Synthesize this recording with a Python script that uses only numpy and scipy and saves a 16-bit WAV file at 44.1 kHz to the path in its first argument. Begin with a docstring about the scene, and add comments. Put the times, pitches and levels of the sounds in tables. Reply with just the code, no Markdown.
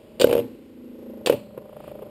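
"""A soft hiss and a rubbing hum come first: two metal-wheeled tops spin in a plastic stadium.
Twice their wheels clash brightly, and one top hops over the floor with thumps and clacks until it settles.
The leaning top's tip rubs and knocks once a turn, which makes the floor hum; the other top only hisses.
Noise shaped in colour and level makes the rubs and cracks; fading sine waves make the ringing parts.
A small camera close by overloads on the hardest knock and holds its samples at a low rate: a gritty treble."""
import sys
import numpy as np
from scipy import signal
from scipy.fft import rfft, irfft, next_fast_len
from scipy.io import wavfile

SR = 44100
rng = np.random.default_rng(int(sys.argv[2]) if len(sys.argv) > 2 else 0)


def to_wav(sig):
    """Store sig (one row per channel, or 1-D mono) as 16-bit WAV at the path in sys.argv[1].

    Samples outside -1..1 are clipped; the rate is SR.
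    """
    pcm = np.clip(np.atleast_2d(sig), -1, 1) * 32767
    pcm = np.round(pcm).astype(np.int16)
    wavfile.write(sys.argv[1], SR, pcm.T)  # frames by channels


N = 92610  # samples in the scene
T = np.arange(N) / SR  # time [s]
SIZE = next_fast_len(N + SR // 2)  # filter length with spare room [samples]
HZ = np.fft.rfftfreq(SIZE, 1 / SR)  # frequencies of the filters [Hz]
AGE = T[:SR * 3 // 4]  # time since a blow [s]

# How fast the leaning top spins: (time [s], speed [turns/s])
SPIN = [(0, 28.5), (.5, 27.4), (1.2, 27.25), (1.45, 26.85), (2.1, 26.8)]
# The leaning top on the floor: (time [s], hum [dB], rub [dB], once-a-turn tick [dB])
CONTACT = [(0, -64, -50, -86), (.19, -48.5, -48.5, -64), (.27, -45, -55, -62), (.4, -40, -37.5, -72),
           (.5, -42.5, -44.5, -68.5), (.62, -52, -48.5, -78), (.75, -47, -49.5, -60), (.9, -41, -47, -50),
           (1.02, -46.5, -43, -48), (1.1, -38.5, -42.5, -43.5), (1.22, -45, -42.5, -47.5),
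           (1.42, -46.5, -53.5, -57), (1.62, -50, -46.5, -58.5), (1.77, -55, -49.5, -43.5),
           (1.9, -51.5, -45.5, -42), (2.1, -50, -43, -53.5)]
# Its distance from the middle of the floor: (time [s], distance [0-1])
OUTWARD = [(0, 0.44), (.2, 0.4), (.4, 0.87), (.65, 0.82), (.9, 0.85), (1.18, 0.58), (1.45, 0.09),
           (2.1, 0.25)]
# Colour of the rub far out and in the middle: (frequency [Hz], level [dB])
RUB_OUT = [(60, -32.5), (150, -22.5), (230, -1), (335, -1), (430, -4.5), (510, -3.5), (580, -17),
           (680, -27.5), (1300, -30.5), (5000, -43.5)]
RUB_MIDDLE = [(60, -15), (130, -3), (290, -13), (400, -0.5), (500, -0.5), (600, 1), (665, -15.5),
              (930, -17), (1400, -28.5), (5000, -54)]
# Colour of a tick, scuff or graze: (frequency [Hz], level [dB])
TICK_COLOUR = [(60, -20), (130, -7), (300, -3), (450, 4), (590, 6), (720, -10), (920, -5), (1300, -13),
               (1800, -27), (3000, -25), (5500, -50)]
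# Hiss of the sliding tips: (time [s], level [dB])
SLIDE = [(0, -54), (.5, -56), (.7, -58), (1.2, -58.5), (1.65, -58), (1.8, -52.5), (1.89, -46.5),
         (1.93, -55), (2.1, -56)]
# Colours of the hiss and the quiet room: (frequency [Hz], level [dB])
HISS_COLOUR = [(200, 23.5), (900, 4), (1800, 2), (2500, 6.5), (3200, 6), (3900, -2), (5000, -1.5),
               (5900, -21)]
ROOM_COLOUR = [(20, -13), (60, 0.5), (120, 0), (200, 2.5), (500, -3.5), (1200, -32), (5000, -28.5)]
# Wheel against wheel: (time [s], crack level [dB], ring of the wheels before WHEEL_DB [dB re crack])
CLASHES = [(.198, -23, 1), (0.2136, -14, -0.5), (0.2173, -30, -34), (0.2302, -31, -20), (1.2608, -15, 0.5),
           (1.272, -29, -9)]
# Colour of the crack: (frequency [Hz], level [dB])
CLINK_COLOUR = [(200, -58), (900, -28.5), (1450, -8.5), (1900, -12.5), (2600, -1.5), (3250, 3), (4100, -2),
                (4850, 1.5), (5350, -14.5), (5900, -10)]
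# Ringing tones of the steel wheels: (frequency [Hz], level [dB], time to fade by 60 dB [s])
WHEELS = [(2850, 6, 0.13), (2920, -4, 0.24), (2960, 4, 0.29), (3240, 0, .22), (3410, 16.5, 0.017),
          (3866, 5, 0.15), (3980, -9, 0.73), (4350, -15, 0.83), (4320, -10.5, 0.75), (4540, 14, 0.049),
          (5170, 4.5, 0.15), (5700, 2.5, 0.23)]
# A top lands on the floor: (time [s], thump [dB], plastic clack [dB])
LANDINGS = [(0.199, -15, -32), (0.2069, -12.5, -22.5), (0.2145, -16.5, -21), (.218, -8, -20.5),
            (0.2324, -17.5, -55), (0.2426, 1, -27), (0.2706, -12, -26), (.2855, -16, -58),
            (0.2934, -21, -29), (0.2978, -13.5, -27.5), (0.3109, -12, -25), (.3277, -8, -19.5),
            (.336, -17, -27.5), (0.3512, -8, -27), (0.3661, -12.5, -29), (0.3789, -14, -28),
            (.3895, -12.5, -32), (.398, -23, -33), (1.261, -20, -28), (1.271, -11, -14.5),
            (1.277, -24, -26.5), (1.2973, -2.5, -18), (1.31, -17, -61), (1.3238, -12.5, -25.5),
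            (1.333, -17, -35), (1.338, -15.5, -52), (1.345, -19.5, -46), (1.576, -27, -49),
            (2.02, -45, -50)]
# Colours of the thump, the clack and the hollow under the floor: (frequency [Hz], level [dB])
THUMP_COLOUR = [(25, -31.5), (70, -27.5), (120, -15.5), (190, -23.5), (290, -8.5), (400, -4.5), (500, 3),
                (590, -2), (720, -26.5), (1000, -41.5), (1500, -37.5), (2200, -73.5), (5000, -78)]
CLACK_COLOUR = [(100, -70), (500, 12), (850, 9.5), (1400, -4), (1900, -3), (2700, 4), (3300, -2),
                (4200, -10.5), (5800, -13)]
BOOM_COLOUR = [(30, -34), (70, -17), (115, 3), (165, -8), (260, -4.5), (400, -14), (1500, -65)]
# Ringing tones of the plastic shell and the stadium: (frequency [Hz], level [dB], time to fade by 60 dB [s])
SHELL = [(1530, -0.5, 0.024), (2970, -3, 0.027), (3730, -6, 0.022)]
STADIUM = [(116.4, -7.5, 0.44), (198, -17.5, 0.64), (250, -20, 0.12), (258.2, -0.5, 0.42),
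           (319.4, -16.5, 0.46), (389.7, 1, 0.26), (469.6, 7.5, 0.3), (563, -5.5, 0.39), (589, -10, 0.39),
           (850, -11, 0.24)]
# The top grazes the floor: (time [s], level [dB])
GRAZES = [(1.581, -34), (2.027, -38)]

# Levels in dB, widths and lags in turns, fading times (T60, to fall by 60 dB) in seconds
TICK_AT_S = 1.768  # one whole turn ends here; all other turns are counted from it
HUM_MIDDLE_HZ, HUM_OUT_HZ, HUM_LAG, HUM_WIDTH = 203, 254, 0.5817, 0.22
NOTE_HZ, NOTE_LAG, NOTE_WIDTH, NOTE_DB = 591, 0.029, 0.12, -5  # the floor's higher note
NOTE_SAG_HZ = 190  # how much that note falls far from the middle
DRONE_DB = 2.5  # compared with the rub
TAP_DB, TAP_SCATTER_DB = -2, 1.2
SCUFF_DB, SCUFF_WIDTH = 1, 0.07
ROOM_DB = -57.5
CLINK_T60, CLINK_TAIL_DB, CLINK_TAIL_T60, WHEEL_DB = 0.039, -28, 0.42, -29
CLACK_T60, CLACK_TAIL_DB, CLACK_TAIL_T60 = 0.027, -19, 0.33
THUMP_LAG_S, STADIUM_DB = 0.00081, -27
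BOOM_DB, BOOM_T60 = -31.5, 0.4  # level compared with the thump
SHELL_DB, SHELL_GROWS = -20.5, 2.3  # ring at a 0 dB thump; dB of ring for each dB of thump
GRAZE_WIDTH_S = 0.0055
LOW_CUT_HZ, ANTI_ALIAS_HZ, HOLD_HZ, TOP_HZ = 28, 5800, 12000, 15450
CLIP_TOP = 1.0  # largest sample before overload


def amp(db):
    """Turn decibels into a plain multiplier."""
    return 10 ** (np.asarray(db) / 20)


def unit(x):
    """Scale a sound to an average strength (rms) of 1."""
    return x / np.sqrt(np.mean(x ** 2) + 1e-20)


def curves(rows):
    """Draw one value per sample, in straight lines between rows, for each column after the time."""
    times, *columns = np.transpose(rows)
    return [np.interp(T, times, column) for column in columns]


def filtered(x, response):
    """Multiply the spectrum of x by a response on the HZ grid."""
    return irfft(rfft(x, SIZE) * response, SIZE)[:len(x)]


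def coloured(x, points):
    """Give x the listed colour with a filter that never acts ahead of the sound."""
    hz, db = np.transpose(points)
    level_db = np.interp(np.log(HZ + 1), np.log(hz), db)
    # Folding the log spectrum's transform onto positive times makes the filter minimum-phase
    cepstrum = irfft(np.log(amp(level_db)), SIZE)
    cepstrum[1:SIZE // 2] *= 2
    cepstrum[SIZE // 2 + 1:] = 0
    return filtered(x, np.exp(rfft(cepstrum)))


def noise(points):
    """Make steady coloured noise with an rms of 1."""
    return unit(coloured(rng.standard_normal(N), points))


def low_pass(hz, order):
    """Make a steep, flat-topped response that removes what lies above hz."""
    return 1 / np.sqrt(1 + (HZ / hz) ** (2 * order))


def fade(t60):
    """A blow's sound dies away exponentially, by 60 dB in t60 seconds."""
    return np.exp(-np.log(1000) * AGE / t60)


def struck(times, dbs, response):
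    """Start a copy of the response at each time, with its level."""
    samples = np.round(np.asarray(times) * SR).astype(int)
    blows = np.bincount(samples, amp(dbs), N)
    return signal.fftconvolve(blows, response)[:N]


def ring(modes, scatter_db):
    """A struck body sings in fading tones, whose strengths are drawn a little differently on each call."""
    total = 0
    for hz, db, t60 in modes:
        strength = amp(db + scatter_db * rng.standard_normal())
        total = total + strength * fade(t60) * np.sin(2 * np.pi * hz * AGE)
    return total


def knock(points):
    """A single blow of the given colour, with its largest sample at 1."""
    x = coloured(signal.unit_impulse(len(AGE)), points)
    return x / np.abs(x).max()


def once_a_turn(turns, width):
    """A smooth bump at each whole turn; width in turns."""
    return np.exp(-.5 * (np.sin(np.pi * turns) / (np.pi * width)) ** 2)


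def swell(turns, rate, hz, width):
    """A resonance swells and fades once a turn; width in turns."""
    since = turns % 1
    total = 0
    for offset in (since, since - 1):  # after the last whole turn, and ahead of the next
        total = total + np.exp(-.5 * (offset / width) ** 2) * np.cos(2 * np.pi * hz * offset / rate)
    return unit(total)


def worn_tip(turns, rough, size=1500):
    """The tip's unevenness passes again each turn; a rough share is new every time."""
    bumps = rng.standard_normal(size)
    place = (turns % 1 * size).astype(int) % size
    return bumps[place] + rough * rng.standard_normal(N)


def whir():
    """The leaning top hums, rubs and ticks at its spin rate."""
    rate, = curves(SPIN)
    turns = np.cumsum(rate) / SR
    turns -= np.interp(TICK_AT_S, T, turns)
    outward = np.clip(curves(OUTWARD)[0], 0, 1)
    hum_db, rub_db, tick_db = curves(CONTACT)
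    humming = amp(hum_db) * hum(turns, rate, outward)
    rubbing = amp(rub_db) * (rub(turns, outward) + drone(turns, outward))
    ticking = amp(tick_db) * ticks(turns, rate, outward)
    return humming + rubbing + ticking


def hum(turns, rate, outward):
    """The unbalanced top pushes the floor once a turn; the floor answers higher towards its stiffer rim."""
    pitch_hz = HUM_MIDDLE_HZ + (HUM_OUT_HZ - HUM_MIDDLE_HZ) * outward
    return swell(turns - HUM_LAG, rate, pitch_hz, HUM_WIDTH)


def rub(turns, outward, swing=0.23):
    """The worn tip rubs on the floor; its colour blends between the middle and far out."""
    drag = worn_tip(turns, rough=0.36) * (1 + swing * np.cos(2 * np.pi * turns))
    far = unit(coloured(drag, RUB_OUT))
    middle = unit(coloured(drag, RUB_MIDDLE))
    return unit(outward * far + (1 - outward) * middle)


def drone(turns, outward, order=22):
    """Towards the middle of the floor one multiple of the spin rate sings on between the ticks."""
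    tone = np.cos(2 * np.pi * order * (turns - NOTE_LAG))
    return amp(DRONE_DB) * (1 - outward) ** 1.54 * tone


def ticks(turns, rate, outward):
    """Once a turn the leaning top sounds the floor's note; near the middle it also taps and scuffs."""
    times = T[1:][np.diff(np.floor(turns)) > 0]
    tap_dbs = TAP_SCATTER_DB * rng.standard_normal(len(times))
    taps = unit(struck(times, tap_dbs, knock(TICK_COLOUR)))
    scuff = worn_tip(turns, rough=0.93) * once_a_turn(turns, SCUFF_WIDTH)
    scuff = unit(coloured(scuff, TICK_COLOUR))
    note = swell(turns - NOTE_LAG, rate, NOTE_HZ - NOTE_SAG_HZ * outward ** 3, NOTE_WIDTH)
    touch = amp(TAP_DB) * taps + amp(SCUFF_DB) * scuff
    return amp(NOTE_DB) * note + (1 - outward) ** 3 * touch


def hiss():
    """The tips slide on the plastic over a quiet room."""
    sliding = amp(curves(SLIDE)[0]) * noise(HISS_COLOUR)
    return sliding + amp(ROOM_DB) * noise(ROOM_COLOUR)


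def clashes():
    """Steel meets steel: a bright crack, a short wash and the ring of the wheels."""
    times, crack_db, ring_db = np.transpose(CLASHES)
    decay = fade(CLINK_T60) + amp(CLINK_TAIL_DB) * fade(CLINK_TAIL_T60)
    total = noise(CLINK_COLOUR) * struck(times, crack_db, decay)
    for time, db in zip(times, crack_db + ring_db):
        total = total + struck([time], [db + WHEEL_DB], ring(WHEELS, scatter_db=2))
    return total


def landings():
    """Each hop clacks the plastic shell, pushes the thin floor down and leaves the stadium ringing and booming."""
    times, thump_db, clack_db = np.transpose(LANDINGS)
    floor = knock(THUMP_COLOUR) + amp(STADIUM_DB) * ring(STADIUM, scatter_db=4)
    body = -struck(times + THUMP_LAG_S, thump_db, floor)
    shell = 0
    for time, db in zip(times, thump_db):  # hard knocks ring the shell far more than soft ones
        shell = shell + struck([time], [SHELL_DB + SHELL_GROWS * db], ring(SHELL, scatter_db=0.5))
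    # Overlapping noises add as power: square the levels and fades, then take the root
    clack_fade = fade(CLACK_T60) + amp(CLACK_TAIL_DB) * fade(CLACK_TAIL_T60)
    clack_power = struck(times, 2 * clack_db, clack_fade ** 2)
    boom_power = struck(times, 2 * (thump_db + BOOM_DB), fade(BOOM_T60) ** 2)
    clack = noise(CLACK_COLOUR) * np.sqrt(np.abs(clack_power))
    boom = noise(BOOM_COLOUR) * np.sqrt(np.abs(boom_power))
    return body + shell + clack + boom


def grazes():
    """The wobbling top drags on the floor for an instant: a short swell of noise."""
    level = sum(amp(db) * np.exp(-.5 * ((T - time) / GRAZE_WIDTH_S) ** 2) for time, db in GRAZES)
    return noise(TICK_COLOUR) * level


def scene():
    """Add all the sounds at one microphone."""
    return (clashes() + landings() + grazes() + whir() + hiss())[None]


def record(dry):
    """The camera thins the bass, clips, then holds each sample, which mirrors the sound around the hold rate."""
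    bass_cut = (1j * HZ / (LOW_CUT_HZ + 1j * HZ)) ** 2
    x = filtered(dry[0], bass_cut * low_pass(HOLD_HZ / 2, order=16))
    clipped = np.clip(x, -CLIP_TOP, CLIP_TOP)
    x = filtered(clipped, low_pass(ANTI_ALIAS_HZ, order=30))
    mirrored = x * (1 + 2 * np.cos(2 * np.pi * HOLD_HZ * T))
    # Holding each sample softens the treble by a sinc curve
    return filtered(mirrored, np.sinc(HZ / HOLD_HZ) * low_pass(TOP_HZ, order=70))[None]


dry = scene()
out = record(dry)
to_wav(out)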